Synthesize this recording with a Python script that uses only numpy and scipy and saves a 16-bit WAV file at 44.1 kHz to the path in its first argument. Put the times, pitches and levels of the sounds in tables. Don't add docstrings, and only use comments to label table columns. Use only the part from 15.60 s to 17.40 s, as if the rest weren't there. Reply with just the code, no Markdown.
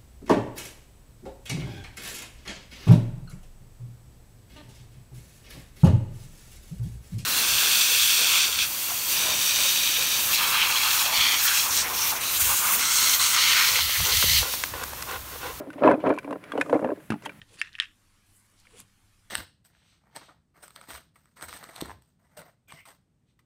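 import sys
import numpy as np
from scipy import signal
from scipy.fft import rfft, irfft
from scipy.io import wavfile
from scipy.ndimage import uniform_filter1d

SR = 44100
rng = np.random.default_rng(int(sys.argv[2]) if len(sys.argv) > 2 else 0)


def bounce(signal):
    frames = np.transpose(np.atleast_2d(signal))
    limited = np.clip(frames, -1, 1)
    pcm = np.round(limited * 32767).astype(np.int16)
    wavfile.write(sys.argv[1], SR, pcm)


def boost_factor(decibels):
    exponent = np.asarray(decibels, float) / 20
    return 10 ** exponent


N = 79380


def coloured(table):
    hz, db = np.array(table, float).T
    f = np.maximum(np.arange(N // 2 + 1) * SR / N, 1)
    shape = boost_factor(np.interp(np.log(f), np.log(hz), db))
    x = irfft(rfft(rng.standard_normal(N)) * shape, N)
    return x / x.std()


def filtered(x, hz, kind):
    return signal.sosfilt(signal.butter(2, hz, kind, fs=SR, output="sos"), x)


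def decay(t60_s):
    return np.exp(-np.log(1000) / (t60_s * SR))


def ring(when, hz, db, t60, rise_cycles, size=5000):
    t = np.arange(size) / SR
    out = np.zeros(N + size)
    fade = np.exp(-np.log(1000) * t / t60[:, None])
    signs = np.sign(rng.standard_normal(hz.shape))
    for start_s, pitch, level, sign in zip(when, hz, db, signs):
        i = int(np.clip(start_s, 0, N / SR) * SR)
        cycles = pitch[:, None] * t
        modes = np.sin(2 * np.pi * cycles) * fade * (1 - np.exp(-cycles / rise_cycles))
        out[i:i + size] += (sign * boost_factor(level)) @ modes
    return out[:N]


COLOUR_DB, DETUNE = 3, 0.04


def strike(body, when, db, tilt_db, size=5000):
    hz, level, t60 = np.array(body, float).T
    chance = rng.standard_normal((len(when), 2, len(hz)))
    tilt = np.outer(np.clip(tilt_db, -12, 4), np.log2(hz / 500))
    gains = level + db[:, None] + COLOUR_DB * chance[:, 0] + tilt
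    pitches = hz * (1 + DETUNE * chance[:, 1])
    return ring(when, pitches, gains, t60, rise_cycles=0.19, size=size)


def soften(x):
    contact_s = 0.00014
    push = np.hanning(int(contact_s * SR) + 3)
    return np.convolve(x, push / push.sum())[:N]


# pitch_hz, density_db [dB per Hz]
AIR = [(25, -18), (60, -1.5), (170, 12), (500, -12.5), (2000, -7), (4000, -19.5), (6500, -25), (10000, -20),
       (15700, -24)]
AIR_DB = -53.5
WHINE_HZ, WHINE_DB, WAVER_DB = 9994, -74.5, 3


def air():
    t = np.arange(N) / SR
    swell = uniform_filter1d(rng.standard_normal(N), size=6000)
    floor = boost_factor(AIR_DB + 0.6 * swell / swell.std()) * coloured(AIR)
    waver = uniform_filter1d(uniform_filter1d(rng.standard_normal(N), size=700), size=700)
    whine = boost_factor(WHINE_DB + WAVER_DB * waver / waver.std()) * np.sin(2 * np.pi * WHINE_HZ * t)
    return floor + whine


# middle_s, half_length_s, level_db, centre_hz
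BRUSHES = [(0.196, 0.014, -50.5, 1954), (0.416, 0.017, -52.5, 2300), (0.917, 0.1, -51, 1500),
           (1.096, 0.16, -63, 7400), (1.451, 0.051, -63.5, 9700), (1.527, 0.012, -44, 1759),
           (1.65, 0.015, -50, 1759), (0.001, 0.0013, -48, 5556), (1.638, 0.0088, -59, 5500),
           (0.546, 0.0075, -61, 5200), (1.658, 0.0063, -46, 7500)]
BRUSH_OCTAVES = 0.5


def brushes():
    t, out = np.arange(N) / SR, 0
    for mid, half, db, hz in BRUSHES:
        roughness_db = 10 * uniform_filter1d(rng.standard_normal(N), size=100)
        grain = rng.standard_normal(N) * boost_factor(roughness_db)
        band = filtered(grain, [hz / 2 ** BRUSH_OCTAVES, hz * 2 ** BRUSH_OCTAVES], "band")
        out = out + boost_factor(db) * band / band.std() * np.exp(-((t - mid) / half) ** 2)
    return out


# pitch_hz, level_db, t60_s
SETDOWN = [(139, -6.5, 0.063), (221.4, -3.5, 0.063), (300.6, -8.5, 0.079), (388, -19, 0.05),
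           (775, -5, 0.011)]
# start_s, peak_db
KNOCKS = [
    (1.503, -10.5),
    (1.521, -13),
    (1.535, -14.5),
    (1.558, -23),
]
GROUND_BASS_HZ = 111


def knocks():
    when, db = np.array(KNOCKS, float).T
    return filtered(strike(SETDOWN, when, db - 5.5, 0 * when), GROUND_BASS_HZ, "high")


# pitch_hz, level_db, t60_s
RIM = [(1000, 7, 0.013), (1500, -2, 0.056), (1932, -6, 0.042), (2613, -3, 0.025), (2710, -11, 0.06),
       (3170, -36, 0.019), (4070, -18, 0.0082)]
# pitch_hz, level_db
CRACK = [(600, -20), (1500, 9.5), (3500, -3), (5800, -12), (8000, -14.5), (10800, -13), (15600, -46)]
# start_s, peak_db,
# pitch_hz, crack_db
CLACKS = [(0.103, -27, 1500, -18.5), (0.13, -40.5, 1090, -2.5), (0.137, -39, 1220, -13),
          (0.313, -4.5, 1000, -31.5), (0.467, -8.5, 1000, -50), (0.577, -18, 1013, -51),
          (0.586, -22, 2350, -12), (0.63, -35, 1490, -10.5), (0.645, -30, 1060, -18),
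          (0.708, -27.5, 1114, -15), (0.727, -19.5, 1020, -24.5), (0.839, -34.5, 2300, -7),
          (0.919, -21, 1200, -17), (0.977, -14, 795, -27), (0.999, -39.5, 1650, -1), (1.01, -27, 2090, -2),
          (1.013, -12, 2470, -18.5), (1.023, -35, 2530, -29), (1.061, -25, 1220, -20),
          (1.096, -19, 956, -21), (1.244, -20, 866, -27.5), (1.503, -18.5, 1623, -11.5),
          (1.52, -20.5, 1250, -18.5), (1.54, -23.5, 847, -23), (1.622, -41, 950, -3),
          (1.661, -19.5, 914, -17.5), (1.694, -27, 2370, -22),
          (0.236, -6.5, 956, -61), (0.276, 0, 1000, -53), (.645, -31.5, 2300, -40),
             (.92, -21.5, 1605, -40), (.921, -29, 3330, -40), (1.012, -11.5, 1730, -48),
             (1.144, -27, 2090, -18.5), (1.274, -31, 1560, -37), (1.304, -29, 1570, -31),
             (1.658, -25, 3200, -21), (1.696, -31, 1500, -30)]
# start_s, peak_db, pitch_hz, crack_db
MORE_CLACKS = [(.257, -27, 1700, -16), (0.275, -29.5, 2460, -10), (.298, -27, 2240, -15), (.34, -28.5, 2450, -29),
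               (.402, -34.5, 2300, -15), (.47, -28, 2430, -17.5), (.492, -29, 1920, -9.5), (.504, -28, 2390, -26),
               (0.525, -23.5, 1475, -36), (0.538, -34, 2300, -9), (.553, -36, 2410, -22), (.564, -37, 2350, -12),
               (1.127, -25.5, 1440, -17), (1.193, -27.5, 1130, -23), (1.359, -34, 1660, -11),
               (1.402, -44, 1600, -12), (1.51, -30, 2680, -20), (1.652, -36.5, 1880, -5.5),
               (1.672, -37, 2930, -26), (1.719, -45.5, 1310, -10)]
RIM_DB, CRACK_DB, SNAP_DB = -16.5, 2.5, 10
RIM_PER_CRACK = 0.25
CLACK_T60_S, CRACK_T60_S = 0.03, 0.031
SNAP_T60_S = 0.0085


def clacks():
    when, db, hz, crack = np.array(CLACKS + MORE_CLACKS, float).T
    note = ring(when, hz[:, None], db[:, None] - 4.5, np.array([CLACK_T60_S]), rise_cycles=0.32, size=2500)
    rim_db = db + RIM_DB + RIM_PER_CRACK * (crack + 17)
    rim = strike(RIM, when, rim_db, 0 * when, size=2500)
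    since = np.arange(N) / SR - when[:, None]
    after = np.clip(since, 0, 1)
    onset = np.clip(since / 0.0021, 0, 1)
    fade = boost_factor((db + crack + CRACK_DB)[:, None] - 60 * after / CRACK_T60_S) * onset
    snap = fade * boost_factor(SNAP_DB - 60 * after / SNAP_T60_S)
    noise = coloured(CRACK)
    bright = np.diff(noise, prepend=0)
    return note + rim + fade.sum(axis=0) * noise + snap.sum(axis=0) * bright


# pitch_hz, level_db, t60_s
BUCKET = [(131, -44, 0.032), (208, -12.5, 0.019), (266.6, -10, 0.13), (296, -0.5, 0.1),
          (430.6, -2.5, 0.068), (517.6, -2, 0.068), (579.6, 1.5, 0.05), (695.7, -4.5, 0.038),
          (919, -6.5, 0.021), (1020, -6, 0.024), (1312, -12, 0.023), (1680, -17, 0.025), (2300, -25, 0.029),
          (3200, -36, .02)]
# start_s, peak_db, tilt_db [dB per octave]
THUDS = [(0.02, -32.5, -13), (0.072, -30.5, -16.5), (0.088, -35, -15), (0.158, -31.5, -10),
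         (0.181, -28.5, 7), (0.221, -9.5, -2), (0.247, -11, -6), (0.26, -16, 5), (0.286, -4.5, 6),
         (0.338, -14.5, -3), (0.376, -21.5, -7), (0.401, -31, 1), (0.44, -15.5, 1), (0.453, -18, 5),
         (0.476, -18, 6), (0.503, -8, 5.5), (0.508, -13.5, 1.5), (0.525, -23.5, 5), (0.541, -23, 7),
         (0.648, -28, -13.5), (0.677, -21.5, 1.5), (0.709, -16.5, -1), (0.728, -20.5, 0), (0.757, -26, 4),
         (0.936, -22.5, 1.5), (0.954, -19.5, -2.5), (0.982, -13.5, -5.5), (1.021, -22.5, 0),
           (1.049, -27.5, -5), (1.104, -21, -6), (1.1285, -6, 1.5), (1.141, -17.5, -2),
           (1.151, -10.5, -2.5), (1.165, -34, 0), (1.176, -31, 5), (1.193, -19.5, 2), (1.216, -22, 0.5),
           (1.225, -15.5, -0.5), (1.246, -11, 3.5), (1.256, -18, -0.5), (1.262, -19.5, -2.2),
           (1.277, -31, -4), (1.29, -13, 0), (1.303, -17, -3.5), (1.318, -14.5, -4), (1.375, -31.5, -2),
           (1.669, -33.5, -1)]
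THUD_DB = -9


def thuds():
    when, db, tilt = np.array(THUDS, float).T
    return strike(BUCKET, when, db + THUD_DB, tilt)


# time_s, level_db
SHAKE = [
    [(0, -30), (.04, -40.5), (.062, -46), (.075, -43), (.105, -54), (.12, -50), (.2, -37.5)],
    [(.212, -27.5), (.24, -13.5), (.278, -12.5), (.29, -16), (.315, -15), (.345, -22), (.362, -31),
     (.42, -38.5)],
    [(.435, -30.5), (.45, -19), (.475, -16), (.49, -21.5), (.51, -16.5), (.535, -31.5), (.61, -45)],
    [(.64, -43), (.67, -42), (.685, -34.5), (.7, -38.5), (.74, -39.5), (.765, -41), (.78, -51), (.9, -47)],
    [(.93, -41.5), (.96, -31), (.972, -33.5), (.985, -28.5), (1.005, -33), (1.03, -37), (1.042, -51),
     (1.055, -33), (1.08, -36.5)],
    [(1.1, -30.5), (1.124, -35), (1.135, -21.5), (1.165, -21), (1.19, -39.5), (1.26, -30), (1.285, -33.5),
     (1.33, -36), (1.35, -64)],
    [(1.39, -49.5), (1.48, -69), (1.6, -55), (1.665, -42.5), (1.74, -62)],
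]
TILT_DB, TILT_PER_DB, TILT_FROM_DB = 1, 0.1931, -31


def effort(t):
    time_s, level_db = np.concatenate([np.array(swing, float) for swing in SHAKE]).T
    db = np.interp(t, time_s, level_db)
    return db, TILT_DB + TILT_PER_DB * np.maximum(db - TILT_FROM_DB, 0)


SHOWER_PER_S, SHOWER_SCATTER_DB, SHOWER_DB = 2400, 2, -18
RUSTLE_DB, TICK_T60_S = -32.5, 0.0066


def shower(count=4):
    out, ticks = 0, 0
    swing_db, tilt_db = effort(np.arange(N) / SR)
    for zone in range(count):
        chance = rng.random((2, N))
        hits = chance[0] < SHOWER_PER_S / count / SR
        scatter_db = -SHOWER_SCATTER_DB * np.log(chance[1] + 0.0074)
        lands = hits * boost_factor(SHOWER_DB + swing_db + scatter_db)
        ticks = ticks + lands
        for hz, db, t60 in BUCKET:
            pitch = hz * (1 + DETUNE * rng.standard_normal())
            pole = decay(t60) * np.exp(2j * np.pi * pitch / SR)
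            blows = boost_factor(db + tilt_db * np.log2(hz / 500)) * lands * rng.standard_normal(N)
            out = out + signal.lfilter([1], [1, -pole], blows).imag
    fading = signal.lfilter([1], [1, -decay(TICK_T60_S)], ticks)
    return soften(out) + boost_factor(RUSTLE_DB) * fading * coloured(CRACK)


# start_s, depth_db
SETTLES = [
    (.108, -3),
    (0.358, -7),
    (0.53, -3.5),
    (0.598, -16),
    (0.773, -10),
    (1.031, -9.5),
    (1.338, -16.5),
    (1.579, -18),
]
SMOTHER_S, RECOVER_S = 0.0033, 0.024


def smother():
    when, db = np.array(SETTLES, float).T
    since = np.clip(np.arange(N) / SR - when[:, None], 0, 2)
    dip = (1 - np.exp(-since / SMOTHER_S)) * np.exp(-(since / RECOVER_S) ** 2 / 2)
    return boost_factor(db @ dip)


SMALL_BODY_HZ = 134
ECHO_DB, ECHO_T60_S = -24, 0.41


def scene():
    bucket = shower() + soften(thuds()) + clacks()
    near = filtered(bucket, SMALL_BODY_HZ, "high")
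    near = (near + knocks()) * smother() + brushes()
    tail = rng.standard_normal(8000) * boost_factor(-60 * np.arange(8000) / SR / ECHO_T60_S)
    echo = signal.fftconvolve(near, tail / np.sqrt(np.sum(tail ** 2)))[:N]
    return (near + boost_factor(ECHO_DB) * echo + air())[None]


def top_cut(x):
    return signal.sosfilt(signal.butter(12, 15700, fs=SR, output="sos"), x)


def record(dry):
    return top_cut(dry)


dry = scene()
out = record(dry)
bounce(out)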